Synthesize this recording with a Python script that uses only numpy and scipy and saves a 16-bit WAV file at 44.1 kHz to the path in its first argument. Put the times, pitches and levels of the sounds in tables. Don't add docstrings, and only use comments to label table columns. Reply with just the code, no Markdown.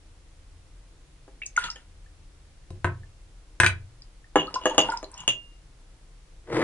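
import sys
import numpy as np
from scipy import signal
from scipy.fft import rfft, irfft, next_fast_len
from scipy.io import wavfile
from scipy.ndimage import uniform_filter1d

SR = 44100
rng = np.random.default_rng(int(sys.argv[2]) if len(sys.argv) > 2 else 0)


def makeup_ratio(level_db):
    decades = np.asarray(level_db, float) / 20
    return 10 ** decades


def to_wav(s):
    ch = np.atleast_2d(s).T
    pcm = np.round(np.clip(ch, -1, 1) * 32767)
    wavfile.write(sys.argv[1], SR, pcm.astype(np.int16))


N = 292541

# (frequency [Hz], relative level [dB], t60 [s])
TABLE_MODES = [(93.4, -4.5, 0.4), (118.3, -15.5, 0.83), (161, -10.5, 0.15), (359, -12, 0.16)]


def unit(x):
    return x / np.sqrt(np.mean(x ** 2) + 1e-20)


def along(points, hz):
    f, v = np.transpose(points)
    return np.interp(np.log(hz + 1), np.log(f + 1), v)


def levels(rows):
    s, *columns = np.transpose(rows)
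    return [makeup_ratio(np.interp(np.arange(N) / SR, s, db, -120, db[-1])) for db in columns]


def peaks(rows):
    t = np.arange(N) / SR
    swells = [db - np.maximum(rise * (s - t), fall * (t - s)) for s, db, rise, fall in rows]
    return makeup_ratio(np.max(swells, axis=0))


def filtered(x, response):
    m = next_fast_len(N + 8192)
    return irfft(rfft(x, m) * response(np.fft.rfftfreq(m, 1 / SR)), m)[..., :N]


def resonance(hz, centre, width):
    return 1j * hz * width / (centre * centre - hz * hz + 1j * hz * width)


def add(track, s, sound):
    part = track[round(s * SR):][:len(sound)]
    part += sound[:len(part)]


def ring(modes, attack, split, tilt_db=lambda hz: 0):
    t = np.arange(SR // 2) / SR
    out = np.zeros(len(t))
    hz, db, t60 = np.repeat(np.transpose(modes), 3, axis=1)
    beside = np.arange(len(hz)) % 3 > 0
    db = db - 4 * beside + tilt_db(hz)
    db = db + rng.normal(0, 2.5, hz.shape)
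    hz = hz * (1 + split * beside * rng.standard_normal(hz.shape))
    lives = t60 / np.where(beside, 1.6, 1)
    for f, level_db, life in zip(hz, db, lives):
        u = t[:round(life * SR)]
        add(out, 0, makeup_ratio(level_db - 60 * u / life) * np.sin(2 * np.pi * f * u))
    return out * (1 - np.exp(-t / attack))


def crack(t60):
    # (frequency [Hz], relative level [dB per Hz])
    spit_colour = [(300, -14), (1500, 2.5), (4000, -0.5), (7500, 1.5), (11000, -10)]
    t = np.arange(4096) / SR
    colour = makeup_ratio(along(spit_colour, np.fft.rfftfreq(len(t), 1 / SR)))
    noise = irfft(rfft(rng.standard_normal(len(t))) * colour)
    return unit(noise) * makeup_ratio(-60 * t / t60)


def pair(colour):
    # (frequency [Hz], left-right correlation [0..1])
    likeness = [(60, 1), (170, 0.75), (480, 0.75), (1350, 0.21), (3810, 0.066), (10800, 0.016)]

    def mid_side(hz):
        turn = np.arccos(np.clip(along(likeness, hz), -1, 1)) / 2
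        return colour(hz) * [np.cos(turn), np.sin(turn)]

    mid, side = filtered(rng.standard_normal((2, N)), mid_side)
    return unit(np.array([mid + side, mid - side]))


def background():
    # (frequency [Hz], relative level [dB per Hz])
    hiss_colour = [(88, -34), (150, 4), (193, -11), (303, -4), (420, -11), (459, -7.5), (570, -11),
                   (613, -12), (5850, -19), (11200, -23), (14600, -48), (22000, -120)]
    # (frequency [Hz], relative level [dB per Hz])
    rumble_colour = [(8.8, -49), (15, -8), (35, 5.5), (47, 1), (65, -10), (86, -16.5), (103, -11.5),
                     (166, -21), (200, -31), (260, -61.5), (440, -120)]
    # (time [s], level before the port gains [dB])
    hum_course = [(0, -61), (.5, -57), (1.2, -73.5), (1.7, -63.5), (2.0, -56.5), (3.3, -56.5), (3.6, -72.5),
                  (6.63, -74.5)]
    hiss = makeup_ratio(-61) * pair(lambda hz: makeup_ratio(along(hiss_colour, hz)))
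    rumble = makeup_ratio(-50.5) * pair(lambda hz: makeup_ratio(along(rumble_colour, hz)))
    hum = levels(hum_course)[0] * pair(lambda hz: 1 / (1 + ((hz - 82) / 3.4) ** 2))
    port_gains = makeup_ratio([[.6], [-.6]])
    return hiss + (rumble + hum) * port_gains


def room(x):
    # (frequency [Hz], t60 [s])
    decay = [(100, 0.44), (500, 0.27), (2000, 0.21), (10000, 0.12)]
    out, step = np.zeros((2, N + SR)), SR // 4
    for start in range(SR, N, step):
        hz, t, (mid, side) = signal.stft(rng.standard_normal((2, SR // 3)), SR, nperseg=256)
        side = side * np.clip(hz / 2500, .25, 1)[:, None]
        fade = makeup_ratio(-60 * t / along(decay, hz)[:, None])
        tail = signal.istft(np.array([mid + side, mid - side]) * fade, SR, nperseg=256)[1]
        wet = signal.fftconvolve(x[None, start:start + step], tail / np.linalg.norm(tail[0]), axes=1)
        out[:, start + 200:][:, :wet.shape[1]] += wet
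    return out[:, :N]


def saucer():
    # (time [s], rumble level [dB], grit level [dB])
    slide = [(6.44, -69, -78), (6.49, -40.5, -50), (6.53, -28.5, -39), (6.56, -21, -33), (6.6, -23, -33.5),
             (6.63, -23, -24)]
    # (frequency [Hz], width [Hz], relative level [dB])
    slide_body = [(121, 16, -5.5), (323, 26, 5), (475.6, 32, 2), (627, 79, -8.5), (879, 160, -10),
                  (1050, 450, -15)]
    # (frequency [Hz], relative level [dB per Hz])
    grit_colour = [(530, -14), (900, -6), (2100, -4.5), (2540, -16), (3100, -17), (5280, -23.5),
                   (9110, -37), (11000, -63), (14300, -67.5), (22000, -120)]

    def body(hz):
        return sum((-1) ** k * makeup_ratio(db) * resonance(hz, centre, width)
                   for k, (centre, width, db) in enumerate(slide_body))

    rumble_gain, grit_gain = levels(slide)
    noise = rng.standard_normal((2, N))
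    judder_db = 33 * uniform_filter1d(rng.standard_normal(N), size=100)
    slips = noise * makeup_ratio(judder_db)
    rumble = unit(filtered(slips[0], body))
    grit = unit(filtered(slips[1], lambda hz: makeup_ratio(along(grit_colour, hz))))
    return rumble_gain * rumble + grit_gain * grit


def jar():
    # (time [s], ring level [dB], table thump level [dB], best driven pitch [Hz], crack level [dB])
    knocks = [(2.705, -46.5, -35.5, 630, -44), (2.845, -17, -22, 1090, -30), (2.872, -31, -36, 1020, -69),
              (3.601, -12.5, -22, 1780, -10.5), (3.608, -23.5, -35, 1540, -33),
              (3.634, -15.5, -24.5, 1590, -20.5), (3.645, -19, -40.5, 1660, -21.5),
              (3.663, -14.5, -28.5, 2460, -11.5)]
    # (frequency [Hz], relative level [dB], t60 [s])
    jar_modes = [(355, -4, 0.2), (530, -5.5, 0.14), (690, 1.5, 0.041), (1020, -2, 0.084), (1280, -4.5, .04),
                 (1540, 2.5, 0.04), (1669, -5, 0.099), (1800, -6, 0.06), (2047, -6, 0.085),
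                 (2450, -2.5, 0.061), (2542, -4.5, 0.05), (2937, -7, .05), (3350, -10, 0.098),
                 (3886, -9, .05), (4300, -16.5, 0.041), (6100, -21, .05), (8400, -7.5, 0.045),
                 (9600, -16.5, .05)]
    spot_db_per_octave, top_db = 12.5, -3
    out = np.zeros(N)
    for s, db, thump_db, hz, crack_db in knocks:
        def spot(f):
            near_db = db - spot_db_per_octave * np.abs(np.log2(f / hz))
            return np.where(f > 3500, crack_db + top_db, near_db)

        add(out, s, ring(jar_modes, 0.0004, .05, spot))
        add(out, s, makeup_ratio(thump_db) * ring(TABLE_MODES, 0.0017, 0.027))
        add(out, s, makeup_ratio(crack_db) * crack(0.0084))
    return out


def glass():
    # (time [s], ring level [dB], knock level [dB], crack level [dB])
    clinks = [(1.279, -73, -43.5, -66), (1.575, -61.5, -47, -46.5), (1.642, -47, -46, -33.5),
              (1.758, -52, -50, -48.5), (4.357, -28, -12.5, -28), (4.541, -40, -36.5, -43),
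              (4.614, -46.5, -44.5, -54.5), (4.637, -44.5, -42, -48.5), (4.656, -27.5, -16, -22.5),
              (4.697, -37, -39.5, -35.5), (4.746, -49, -34, -42.5), (4.78, -16.5, -16, -14),
              (4.802, -22.5, -26.5, -32), (4.887, -46.5, -34, -54), (5.029, -56, -33.5, -42.5),
              (5.278, -18, -29, -17), (5.294, -24.5, -44.5, -32.5)]
    # (frequency [Hz], relative level [dB], t60 [s])
    rim_modes = [(2808, -11, 0.35), (2884, -0.5, 0.11), (2420, -21.5, .08), (3180, -8.5, .11),
                 (3348, -13, .12), (4700, -22.5, 0.07), (6300, -6.5, 0.055), (6736, 0.5, 0.063),
                 (8800, -18, .04), (10040, -19, 0.051)]
    # (frequency [Hz], relative level [dB], t60 [s])
    rock_modes = [(315, -8, 0.055), (393.4, -4.5, .07), (521, 2, 0.04), (636, 0, 0.063), (805, 3.5, 0.037),
                  (988, -4.5, 0.06), (1155.5, -2.5, 0.091), (1670, 5, .04), (1830, -3, 0.056),
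                  (2204.5, -1.5, 0.052)]
    # (start [s], hardest moment [s], level [dB])
    drags = [(1.613, 1.646, -40.5), (4.36, 4.399, -27), (4.79, 4.868, -42), (5.168, 5.202, -42)]
    dull_top_hz, sharper_db_per_octave = 1600, 28
    lift_s = 5.27
    top_db, shake_db, drag_shake_db = -5.5, -17, -11
    drag_start_db, drag_ebb = 9.5, 449
    out, rock = np.zeros(N), np.zeros(N)
    t, now = np.arange(SR // 2) / SR, np.arange(N) / SR
    rest_db = -149.5 * t
    bounced = np.add(clinks, (0.0099, -1.5, -8, -7))
    for s, db, knock_db, crack_db in [*clinks, *bounced]:
        def hard(f):
            return np.where(f > 4000, crack_db + top_db, db)

        dull_hz = dull_top_hz * 2 ** (knock_db / sharper_db_per_octave)

        def dull(f):
            return -10 * np.log10(1 + (f / dull_hz) ** 4)

        add(out, s, ring(rim_modes, .0004, .009, hard) * makeup_ratio(rest_db * (s < lift_s)))
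        add(out, s, makeup_ratio(db + shake_db) * ring(TABLE_MODES[1:3], .002, .05) * makeup_ratio(rest_db))
        add(rock, s, makeup_ratio(knock_db) * ring(rock_modes, 0.0011, 0.056, dull))
        add(out, s, makeup_ratio(crack_db) * crack(.012))
    press = sum((now > start) * peaks([(s, db, drag_start_db / (s - start), drag_ebb)])
                for start, s, db in drags)
    drag = rng.standard_normal(N) * press
    rim = ring(rim_modes, 0.00023, 0.0098, lambda f: -15 * (f > 4000)) * makeup_ratio(rest_db)
    wood = ring(TABLE_MODES[1:3], .002, .05) * makeup_ratio(rest_db)
    body = rim / np.linalg.norm(rim) + makeup_ratio(drag_shake_db) * wood / np.linalg.norm(wood)
    rock = signal.sosfilt(signal.butter(3, 270, 'high', fs=SR, output='sos'), rock)
    return out + rock + signal.fftconvolve(drag, body)[:N]


def trickle(count=4000):
    # (time of strongest flow [s], level [dB], swell [dB/s], ebb [dB/s])
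    gushes = [(1.575, -35.5, 2500.5, 154), (1.66, -38.5, 98, 350), (1.76, -61, 100, 60),
              (4.5, -59, 247.5, 44.5), (4.92, -47.5, 40, 218), (5.2, -56.5, 148, 158)]
    # (start [s], end [s])
    pours = [(1.563, 1.83), (4.42, 5.28)]
    # (frequency [Hz], width [Hz], relative level [dB])
    air_modes = [
        [(1412, 35, -3.5), (975, 90, -6.5)],
        [(973, 140, 8.5), (1400, 150, -15)],
    ]
    when, pitch, size = rng.random((count, 3)).T
    now = np.arange(N) / SR
    running = [(now > start) & (now < end) for start, end in pours]
    wet = np.flatnonzero(np.any(running, axis=0))
    t = np.arange(300) / SR
    hz = 1300 * makeup_ratio(18 * pitch)[:, None]
    age = hz * t / 2.2
    gain = makeup_ratio(14 * size ** 3 - 4 * pitch)[:, None]
    grain = np.sin(2 * np.pi * hz * t) * age * np.exp(-age) * gain
    at = wet[(when * len(wet)).astype(int)][:, None] + np.arange(300)
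    fizz = np.bincount(at.ravel(), grain.ravel(), N)
    flow = peaks(gushes)
    fizz = fizz / np.std(fizz[fizz != 0]) * flow
    noise = rng.standard_normal(N)
    waver_db = 40 * uniform_filter1d(rng.standard_normal(N), size=200)
    stir = noise * flow * makeup_ratio(waver_db)

    def air(rows):
        return lambda f: sum(makeup_ratio(db) * np.sqrt(SR / (np.pi * width)) * resonance(f, centre, width)
                             for centre, width, db in rows)

    return fizz + sum(filtered(stir * on, air(rows)) for on, rows in zip(running, air_modes))


def drops_and_ticks():
    # (time [s], level [dB], pitch [Hz])
    short_sounds = [(1.418, -25.5, 2250), (1.422, -27, 2685), (1.433, -26, 2580), (1.459, -33, 7500),
                    (1.463, -20, 6370), (1.563, -22, 2070), (1.566, -18.5, 6390), (1.575, -6.5, 1400),
                    (1.576, -26, 975), (1.591, -28, 8200), (1.639, -24, 3360), (1.64, -24.5, 4300),
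                    (1.661, -34.5, 1333), (1.684, -30, 1276), (1.702, -20.5, 5070), (1.713, -26, 5370),
                    (1.759, -33.5, 3080), (1.76, -40, 1750), (2.061, -49.5, 1745), (3.033, -44.5, 1740),
                    (4.02, -34.5, 4870), (4.032, -52, 4900), (4.242, -46.5, 1800), (4.47, -33.5, 4300),
                    (4.477, -27, 1250), (4.541, -17.5, 4930), (4.545, -24, 6300), (4.555, -22, 5300),
                    (4.558, -15, 1007), (4.558, -28, 1400), (4.579, -26, 1050), (4.615, -35, 970),
                    (4.71, -23.5, 885), (4.815, -22.5, 4700), (4.887, -16.5, 896), (4.888, -26.5, 1450),
                    (4.901, -26.5, 5060), (4.92, -21, 1413), (4.921, -29, 7195), (4.936, -19, 937),
                    (4.966, -29, 974), (4.973, -22, 5170), (5.043, -28.5, 4120), (5.116, -36.5, 8290),
                    (5.141, -30.5, 5500), (5.178, -30.5, 6840), (5.204, -28, 6580)]
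    life_cycles, rise = 18.9, 0.012
    splat_db, splat_db_per_octave = -17.5, 2
    splat_octaves, splat_t60 = .45, .03
    out, u = np.zeros(N), np.arange(4096) / SR
    f = np.fft.rfftfreq(len(u), 1 / SR) + 1
    for s, db, hz in short_sounds:
        age = u * hz / life_cycles
        hump = (1 - np.exp(-7 * age)) * np.exp(-.6 * age - 1.5 * age ** 2)
        add(out, s, makeup_ratio(db) * hump * np.sin(2 * np.pi * hz * u * (1 + rise * age)))
        band = np.exp(-(np.log2(f / hz) / splat_octaves) ** 2)
        splat = unit(irfft(rfft(rng.standard_normal(len(u))) * band))
        start_db = db + splat_db + splat_db_per_octave * np.log2(hz / 1000)
        add(out, s, makeup_ratio(start_db - 60 * u / splat_t60) * splat)
    return out


def ports(x, lead, pan_db):
    side = np.array([[1], [-1]]) / 2
    return filtered(x, lambda hz: makeup_ratio(pan_db * side) * np.exp(2j * np.pi * hz * lead * side / SR))


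def scene():
    liquid_and_ticks = drops_and_ticks() + trickle()
    # (sound, lead [samples], pan [dB], send to the room [dB])
    sources = [(jar(), 2.5, 2.2, -6), (glass(), 3.9, 1.1, -7),
               (liquid_and_ticks, 3.8, .8, -10), (saucer(), 3.9, 1.9, -9)]
    direct = sum(ports(x, lead, pan_db) for x, lead, pan_db, _ in sources)
    answer = room(sum(makeup_ratio(wet_db) * x for x, _, _, wet_db in sources))
    return direct + answer + background()


def roll_off(x):
    return signal.sosfilt(signal.butter(12, 11350, fs=SR, output="sos"), x)


def record(dry):
    limited = filtered(dry, lambda hz: 1 / (1 + (hz / 11080) ** 60))
    mix = np.clip(limited, -1, 1)
    return roll_off(mix)


dry = scene()
out = record(dry)
to_wav(out)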